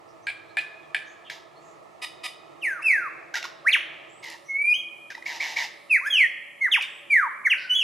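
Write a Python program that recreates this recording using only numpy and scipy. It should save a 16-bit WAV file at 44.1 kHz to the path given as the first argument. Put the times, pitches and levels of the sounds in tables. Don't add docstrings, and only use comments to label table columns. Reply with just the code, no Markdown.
import sys
import numpy as np
from scipy import signal
from scipy.fft import rfft, irfft
from scipy.io import wavfile

SR = 44100
rng = np.random.default_rng(int(sys.argv[2]) if len(sys.argv) > 2 else 0)


def master(y):
    cut = np.clip(np.atleast_2d(y).T, -1, 1)
    pcm = np.round(cut * 32767)
    wavfile.write(sys.argv[1], SR, pcm.astype(np.int16))


N = 345303
HZ = np.fft.rfftfreq(N, 1 / SR)
TOP_HZ = 15750


def amp(db):
    return 10 ** (np.asarray(db) / 20)


def unit(x):
    return x / np.sqrt(np.mean(x ** 2) + 1e-20)


def curve(points, hz, column=1):
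    table = np.transpose(points)
    return np.interp(np.log(hz + 1), np.log(table[0] + 1), table[column])


def resonances(peaks):
    return sum(db / (1 + (2 * (HZ - hz) / width) ** 2) for hz, width, db in peaks)


def noise(eq_db):
    return unit(irfft(rfft(rng.standard_normal(N)) * amp(eq_db), N))


def wander(n, hz):
    return np.interp(np.arange(n) * hz / SR, np.arange(32768), rng.standard_normal(32768))


def blur(n, width_hz):
    return (unit(wander(n, width_hz)) + 1j * unit(wander(n, width_hz))) / np.sqrt(2)


def add(mix, start_s, sound):
    part = mix[max(round(start_s * SR), 0):][:len(sound)]
    part += sound[:len(part)]


def gate(t, length, attack, release):
    fade_in = np.sin(np.pi / 2 * np.clip(t / attack, 0, 1)) ** 2
    fade_out = np.sin(np.pi / 2 * np.clip((length - t) / release, 0, 1)) ** 2
    return fade_in * fade_out


def burst(t, peak_s):
    return (t / peak_s) ** 2 * np.exp(2 * (1 - t / peak_s))


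# freq_hz, gain_db
AIR_EQ = [(12, -85), (20, -56), (109, -14.5), (252, -17), (333, -10.5), (534, -8), (667, -5), (985, -9.5),
          (1300, -5.5), (1540, -29.5), (1720, -15), (2680, -22), (3000, -26), (7730, -35), (15500, -50.5)]
# freq_hz, width_hz, boost_db
AIR_PEAKS = [(148.7, 20, 9.5), (337, 40, 10.5), (444.5, 9.3, 8)]
# time_s, level_db
AIR_LEVEL = [(0.0, -53), (3.4, -52.5), (4.2, -52.5), (4.602, -57), (5.4, -54), (6.3, -58.5), (7.83, -59)]
# freq_hz, correlation
AIR_STEREO = [(50, 0.08), (300, 0.027), (700, 0.04), (1500, 0.057), (10000, 0.9)]
# freq_hz, left_minus_right_db
AIR_PAN = [(60, 3.5), (150, -1.5), (330, -6.5), (700, -4), (2000, -5), (10000, 2.5)]


def air(trim_db=2):
    colour = curve(AIR_EQ, HZ) + resonances(AIR_PEAKS)
    left, other = rfft(noise(colour)), rfft(noise(colour))
    likeness = np.clip(curve(AIR_STEREO, HZ), -1, 1)
    right = likeness * left + np.sqrt(1 - likeness ** 2) * other
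    pan = amp(curve(AIR_PAN, HZ) / 2)
    bed = irfft(np.array([left * pan, right / pan]), N)
    bed_level_db = np.interp(np.arange(N) / SR, *np.transpose(AIR_LEVEL))
    return bed * amp(trim_db + bed_level_db + .8 * wander(N, 6))


# start_s, end_s, centre_hz, width_hz, level_db
DRONE_BANDS = [(-0.5, 4.2, 654, 33, -57.5), (2.5, 9.4, 574.3, 31.3, -61.5), (4.502, 9.2, 238, 87.48, -68.5),
               (-0.5, 0.66, 112, 20.37, -68.5), (-0.5, 9, 40, 55.6, -85), (4.2, 9, 9260, 4320, -67.5)]


def drones():
    t, out = np.arange(N) / SR, np.zeros((2, N))
    for start, end, hz, width, db in DRONE_BANDS:
        band_db = np.maximum(-12 * ((HZ - hz) / width) ** 2, -100)
        envelope = amp(db) * gate(t - start, end - start, 0.063, 0.077)
        out += envelope * np.array([noise(band_db), noise(band_db)])
    return out


# freq_hz, t60_s, level_db, stereo_correlation
GRASS_REVERB = [(496, 0.05, 6.5, 1), (1530, 0.08, -10.5, 0.45), (2890, 0.28, -3, 0.78), (5740, 0.33, -5, 1),
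                (9930, 0.27, -0.5, 0.17), (15000, 0.17, 2, 0.18)]
# freq_hz, t60_s, level_db, stereo_correlation
FOREST_REVERB = [(500, 0.85, -6, 0.2), (1390, 0.78, -6.5, 0.53), (2450, 1.056, -13, 0.76),
                 (3830, 1.01, -9, 0.96), (6800, 0.29, -12.5, 0.2), (14150, 0.59, -29, .3)]


def scatter(sound, bands, attack_s):
    taps = rng.standard_normal((2, SR)) * (rng.random((2, SR)) < 1 / 8)
    hz, t, spectra = signal.stft(unit(taps), SR, nperseg=256)
    t60, db, likeness = (curve(bands, hz, column=k)[:, None] for k in range(1, 4))
    likeness = np.clip(likeness, 0, 1)
    spectra[1] = likeness * spectra[0] + np.sqrt(1 - likeness ** 2) * spectra[1]
    equal_energy = np.sqrt(2 * np.log(1000) / (t60 * SR))
    spectra *= amp(db - 60 * t / t60) * equal_energy
    fade_in = np.clip(np.arange(SR) / SR / attack_s, 0, 1)
    tail = signal.istft(spectra, SR, nperseg=256)[1][:, :SR] * fade_in
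    return signal.fftconvolve(sound[None], tail, axes=1)[:, :N]


# start_s, length_s, first_hz, last_hz, width_hz, level_db
TWITTER_NOTES = [(.07, 0.062, 5100, 5800, 1190, -68), (0.22, 0.066, 5900, 6700, 600, -66),
                 (0.464, 0.063, 3100, 4720, 405, -65), (0.818, 0.043, 3540, 3340, 403, -64),
                 (1.044, .11, 6000, 7000, 1250, -63.5), (1.24, 0.061, 3260, 2960, 910, -52),
                 (1.553, 0.047, 4210, 4400, 412, -62.5), (1.593, 0.17, 7000, 6860, 1860, -67.5),
                 (4.067, 0.19, 7150, 8450, 843, -63.5), (4.44, .1, 5840, 6040, 903, -59.5),
                 (6.852, 0.18, 7580, 8240, 580, -64.5), (7.504, 0.28, 1520, 1488, 106.7, -41),
                 (7.557, 0.13, 4480, 4670, 2020, -50)]


def twitters():
    out = np.zeros(N)
    for start, length, first_hz, last_hz, width, db in TWITTER_NOTES:
        n = int(length * SR)
        glide = np.exp(2j * np.pi * np.cumsum(np.linspace(first_hz, last_hz, n)) / SR)
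        note = unit((glide * blur(n, width)).real)
        add(out, start, amp(db) * note * signal.windows.tukey(n, .6))
    return out


# start_s, level_db
TICK_HITS = [(4.2436, -43), (4.301, -35.5), (6.824, -36)]
# freq_hz, gain_db
TICK_EQ = [(1000, -17), (3000, -5), (6000, 4), (10000, 1.5), (15000, -21)]


def ticks(decay_s=0.0018):
    envelope = np.zeros(N)
    for start, db in TICK_HITS:
        add(envelope, start, amp(db) * np.exp(-np.arange(1000) / SR / decay_s))
    return envelope * noise(curve(TICK_EQ, HZ))


# freq_hz, gain_db
RASP_EQ = [(300, -54.5), (600, -14), (950, -5), (1250, -23.5), (1520, -12), (1900, 6), (2900, -1.5),
           (3300, -4.5), (3900, 1), (4400, -4), (5200, -0.5), (7000, -11.5), (7700, -15.5), (8700, -28),
           (12000, -21), (15000, -40)]
# start_s, length_s, pitch_hz, tone_db, breath_db
CROAK_RUNS = [(3.343, 0.01, 1610, -28, -31.5), (3.356, 0.03, 1815, -28, -29),
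              (3.429, 0.004, 2270, -36, -33.5), (3.443, 0.02, 1390, -32, -33),
              (5.105, 0.024, 2030, -36, -41.5), (5.152, 0.004, 1960, -30, -39),
              (5.18, 0.004, 1060, -43.5, -48), (5.226, 0.004, 2140, -34, -50),
              (6.813, 0.028, 2576, -24, -40)]


def croaks(rate_hz=180, pulse_s=0.0036, fade_db=-7.5, pitch_spread=0.14, uneven_db=2):
    out, breath, t = np.zeros(N), np.zeros(N), np.arange(-1000, 1000) / SR
    for start, length, hz, tone_db, breath_db in CROAK_RUNS:
        for delay in np.arange(0, length, 1 / rate_hz):
            size, detune = rng.standard_normal(2)
            pulse = amp(fade_db * delay / length + uneven_db * size) * np.exp(-2 * (t / pulse_s) ** 2)
            tone = np.sqrt(2) * np.sin(2 * np.pi * hz * (1 + pitch_spread * detune) * t)
            add(out, start + delay + t[0], amp(tone_db) * pulse * tone)
            add(breath, start + delay + t[0], amp(breath_db) * pulse)
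    return out + breath * noise(curve(RASP_EQ, HZ))


# start_s, length_s, level_db
SQUAWK_CALLS = [(2.013, 0.038, -34.5), (2.23, 0.0383, -33.5)]
# freq_hz, gain_db
SQUAWK_EQ = [(240, -63), (400, -40), (1250, -10.5), (1520, -34.5), (1970, -17.5), (2510, -18.5),
             (2740, -22), (3720, -23), (4960, -16), (6610, -24.5), (9660, -19.5), (12900, -34),
             (15000, -59)]
# freq_hz, width_hz, boost_db
WINDPIPE_PEAKS = [(1150, 120, 2), (1880, 340, 16), (2465, 380, 14), (3000, 310, 15.5), (3710, 380, 17.5),
                  (4916, 180, 12.5)]


def squawks(top_pitch_hz=252, arch=0.0727, voiced_share=0.81):
    voice, breath, t = np.zeros(N), np.zeros(N), np.arange(3000) / SR
    for start, length, db in SQUAWK_CALLS:
        swell = amp(db) * gate(t, length, 0.016, 0.0011)
        hz = top_pitch_hz * (1 - arch * (2 * t / length - 1) ** 2)
        phase = 2 * np.pi * np.cumsum(hz) / SR
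        buzz = sum(np.cos(k * phase + rng.uniform(0, 2 * np.pi)) for k in range(1, 56))
        add(voice, start, swell * unit(buzz))
        add(breath, start, swell)
    source = np.sqrt(voiced_share) * voice + np.sqrt(1 - voiced_share) * breath * rng.standard_normal(N)
    windpipe = unit(amp(curve(SQUAWK_EQ, HZ) + resonances(WINDPIPE_PEAKS)))
    return irfft(rfft(source) * windpipe, N)


# start_s, length_s, chirp_s, rate_hz, first_hz, last_hz, tone_db, tone_length_s, breath_db
RATTLE_CALLS = [(4.227, 0.16, 0.0019, 72, 2130, 1787, -33.5, 0.15, -43.5),
                (5.255, 0.16, 0.015, 140, 2158, 1603, -24.5, 0.083, -38),
                (5.398, 0.18, 0.0176, 160, 2220, 1534, -23, 0.088, -35.5),
                (5.56, 0.13, 0.017, 150, 2215, 1525, -21, 0.084, -32)]


def rattles(chirp_depth=0.583, fade_db_per_s=-85, breath_fade_db=-5, breath_pulsing=0.35,
            sideband_db=-11, smear_hz=260, breath_lead_s=0.0057):
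    out, breath = np.zeros(N), np.zeros(N)
    for start, length, chirp_s, rate, first_hz, last_hz, tone_db, tone_s, breath_db in RATTLE_CALLS:
        t = np.arange(0, length, 1 / SR)
        broken = np.clip((t - chirp_s) / 0.0054 + 1, 0, 1)
        cycles = np.cumsum(broken * rate * (1 + .07 * wander(len(t), 100))) / SR
        pulse = np.sin(np.pi * cycles) ** 6 * amp(1.8 * wander(len(t), 170))
        chirp = 1 + (1 - broken) * chirp_depth * (np.sqrt(t / chirp_s) - .7)
        hz = (first_hz + (last_hz - first_hz) * t / length) * chirp
        phase = 2 * np.pi * np.cumsum(hz * (1 + .03 * broken * wander(len(t), 700))) / SR
        envelope = amp(tone_db + fade_db_per_s * t) * gate(t, tone_s, .011, 0.02)
        tone = envelope * (1 - broken + broken * pulse) * np.sin(phase)
        push = amp(breath_db + breath_fade_db * t / length) * gate(t, length, 0.017, 0.051)
        sidebands = amp(sideband_db) * (np.exp(.5j * phase) + np.exp(1.5j * phase))
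        add(out, start, np.sqrt(2) * tone + push * (sidebands * blur(len(t), smear_hz)).real)
        add(breath, start - breath_lead_s, push * (1 + breath_pulsing * (2 * pulse - .5)))
    return out + breath * noise(curve(RASP_EQ, HZ))


# start_s, low_hz, high_hz, attack_db, held_db, held_s, snap_db, tail_db
CLICK_CALLS = [(0.2681, 1657, 2354, -28, -28.5, 0.04, -30.5, -54),
               (0.569, 1757, 2454, -21.5, -23, 0.029, -26.5, -47),
               (0.9451, 1757, 2400, -20.5, -30, 0.027, -23, -50),
               (1.298, 1755, 3270, -35, -66, .01, -33.5, -39)]
# freq_hz, gain_db
SNAP_EQ = [(300, -48.5), (700, -3), (1200, -7.5), (2000, 10), (4200, -1), (5200, -16), (6300, -42),
           (7700, -5.5), (8500, -23), (9500, -13), (11500, -29), (15000, -36)]
# freq_hz, width_hz, gain_db
SNAP_BELLS = [(2750, 110, -17), (3240, 240, 3.5), (4240, 460, 3.5), (4900, 420, 7.5), (9250, 400, 8.5)]


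def clicks(tone_peak_s=0.0027, snap_peak_s=0.0024, low_fade_db=-10, high_attack_db=-2,
           held_breath_db=-11, tail_decay_s=0.04):
    out, snaps, tails, t = np.zeros(N), np.zeros(N), np.zeros(N), np.arange(6000) / SR
    for start, low_hz, high_hz, attack_db, held_db, held_s, snap_db, tail_db in CLICK_CALLS:
        attack = amp(attack_db) * burst(t, tone_peak_s)
        held = amp(held_db) * gate(t, held_s, 0.021, 0.0034)
        low_envelope = attack + amp(low_fade_db * t / held_s) * held
        high_envelope = amp(high_attack_db) * attack + held
        for hz, envelope in ((low_hz, low_envelope), (high_hz, high_envelope)):
            rough_rise = .98 + t + .03 * wander(len(t), 900)
            phase = 2 * np.pi * np.cumsum(hz * rough_rise) / SR
            add(out, start, np.sqrt(2) * envelope * np.sin(phase))
        add(snaps, start, amp(snap_db) * burst(t, snap_peak_s) + amp(held_breath_db) * held)
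        add(tails, start, amp(tail_db) * np.exp(-t / tail_decay_s) * gate(t, t[-1], 0.00078, 0.052))
    snap_noise = noise(curve(SNAP_EQ, HZ) + resonances(SNAP_BELLS))
    return out + snaps * snap_noise + tails * noise(curve(RASP_EQ, HZ))


# freq_hz, gain_db
THROAT_EQ = [(700, -32), (1100, -13), (1350, -17), (1750, -5), (2400, -1), (3200, -5), (3900, -18.5),
             (5000, -12.5)]
# freq_hz, gain_db
BEAK_EQ = [(2000, -9), (4700, -12), (5400, -3), (6200, 1), (7700, -12), (9300, 3), (10500, 1), (13000, -5),
           (14000, -14), (15500, -20)]
# start_s, length_s, pitch_hz at five evenly spaced moments,
# level_db, swell_db, attack_s, release_s, overtone_db
WHISTLE_NOTES = [ (2.607, 0.2, 3550, 2133, 1640, 1440, 1084, -20.5, -9, 0.084, 0.0035, -20.5),
                 (2.814, 0.021, 1500, 1985, 2450, 2660, 2680, -36.5, 5, 0.004, 0.0028, -15.5),
                 (2.822, 0.27, 2590, 2390, 1765, 1406, 990, -18, -1.5, 0.053, 0.015, -24),
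                 (3.639, 0.062, 1045, 1233, 1750, 2220, 2970, -10, -10, 0.054, 0.0086, -22.5),
                 (3.708, 0.07, 5130, 3582, 2520, 1486, 725, -14.5, -9.5, 0.016, 0.018, -28.5),
                 (4.476, 0.26, 2240, 2174, 2279, 2400, 2474, -23.5, 16.5, 0.03, 0.0042, -31.5),
                 (4.736, 0.09, 2805, 3162, 3250, 3240, 2980, -28.5, -13, 0.0068, 0.02, -29),
                 (5.892, 0.11, 2870, 2532, 2240, 1666, 940, -14.5, -2.5, 0.037, 0.045, -24.5),
                 (6.008, 0.089, 996, 1138, 1435, 1708, 1630, -20.5, 18.5, 0.0063, 0.034, -11.5),
                 (6.099, 0.18, 3337, 3060, 2473, 1971, 1790, -15.5, 7.5, 0.0097, 0.042, -27.5),
                 (6.603, 0.092, 2080, 2145, 2004, 1649, 730, -17.5, -2, 0.027, 0.018, -27.5),
                 (6.712, 0.086, 3985, 2980, 2124, 1113, 763, -16, -10.5, 0.0064, 0.0078, -23.5),
                 (7.097, 0.2, 2418, 2107, 1592, 1098, 760, -10.5, 13.5, 0.015, 0.085, -28.5),
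                 (7.441, 0.048, 2500, 2252, 2080, 1630, 1115, -12.5, 6, 0.031, 0.024, -26),
                 (7.494, 0.059, 3630, 2920, 2466, 1690, 775, -14.5, 5.5, 0.015, 0.031, -27.5),
                 (7.69, 0.069, 2980, 2983, 2976, 3022, 2960, -15, 0.5, 0.021, 0.015, -31.5),
                 (7.744, 0.097, 3150, 3388, 3214, 2794, 2390, -18.5, -11.5, 0.015, 0.005, -26), ]


def whistles(jitter=0.0025, flutter_db=1.35, flutter_hz=88, press_db_per_octave=10, pivot_hz=2400,
             upper_db=-3, step_db=-4.5, odd_db=-5, breath_db=-14):
    out, breath = np.zeros(N), np.zeros(N)
    for start, length, *pitches, db, swell_db, attack, release, overtone_db in WHISTLE_NOTES:
        t = np.arange(0, length, 1 / SR)
        glide = np.polyfit(np.linspace(0, length, len(pitches)), np.log(pitches), len(pitches) - 1)
        hz = np.exp(np.polyval(glide, t)) * (1 + jitter * wander(len(t), 500))
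        tremble_db = flutter_db * wander(len(t), flutter_hz)
        level_db = db + swell_db * (t / length - .5) + curve(THROAT_EQ, hz) + tremble_db
        envelope = amp(level_db) * gate(t, length, attack, release)
        press_db = overtone_db + press_db_per_octave * np.log2(hz / pivot_hz)
        brightness = amp(press_db) * (envelope / envelope.max()) ** .2
        phase = 2 * np.pi * np.cumsum(hz) / SR
        tone = np.sin(phase)
        for k in range(2, 8):
            rolloff_db = (k > 2) * (upper_db + step_db * (k - 3)) + odd_db * (k % 2)
            shimmer = (.8 + .6 * blur(len(t), 550)) * amp(4 * wander(len(t), 60))
            overtone = (np.exp(1j * k * phase) * shimmer).imag * (k * hz < TOP_HZ)
            tone += brightness * amp(rolloff_db + curve(BEAK_EQ, k * hz)) * overtone
        add(out, start, np.sqrt(2) * envelope * tone)
        add(breath, start, envelope * amp(overtone_db + breath_db))
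    return out + breath * noise(curve(BEAK_EQ, HZ))


def scene():
    song = whistles() + clicks() + squawks() + croaks() + rattles() + ticks() + twitters()
    echoes = scatter(song, GRASS_REVERB, attack_s=0.0014) + scatter(song, FOREST_REVERB, attack_s=0.0033)
    return (song + echoes) * amp([[-.45], [.45]]) + air() + drones()


def record(dry):
    low_pass = signal.firwin(511, TOP_HZ, window=("kaiser", 9), fs=SR)
    return signal.oaconvolve(dry, low_pass[None], "same")


dry = scene()
out = record(dry)
master(out)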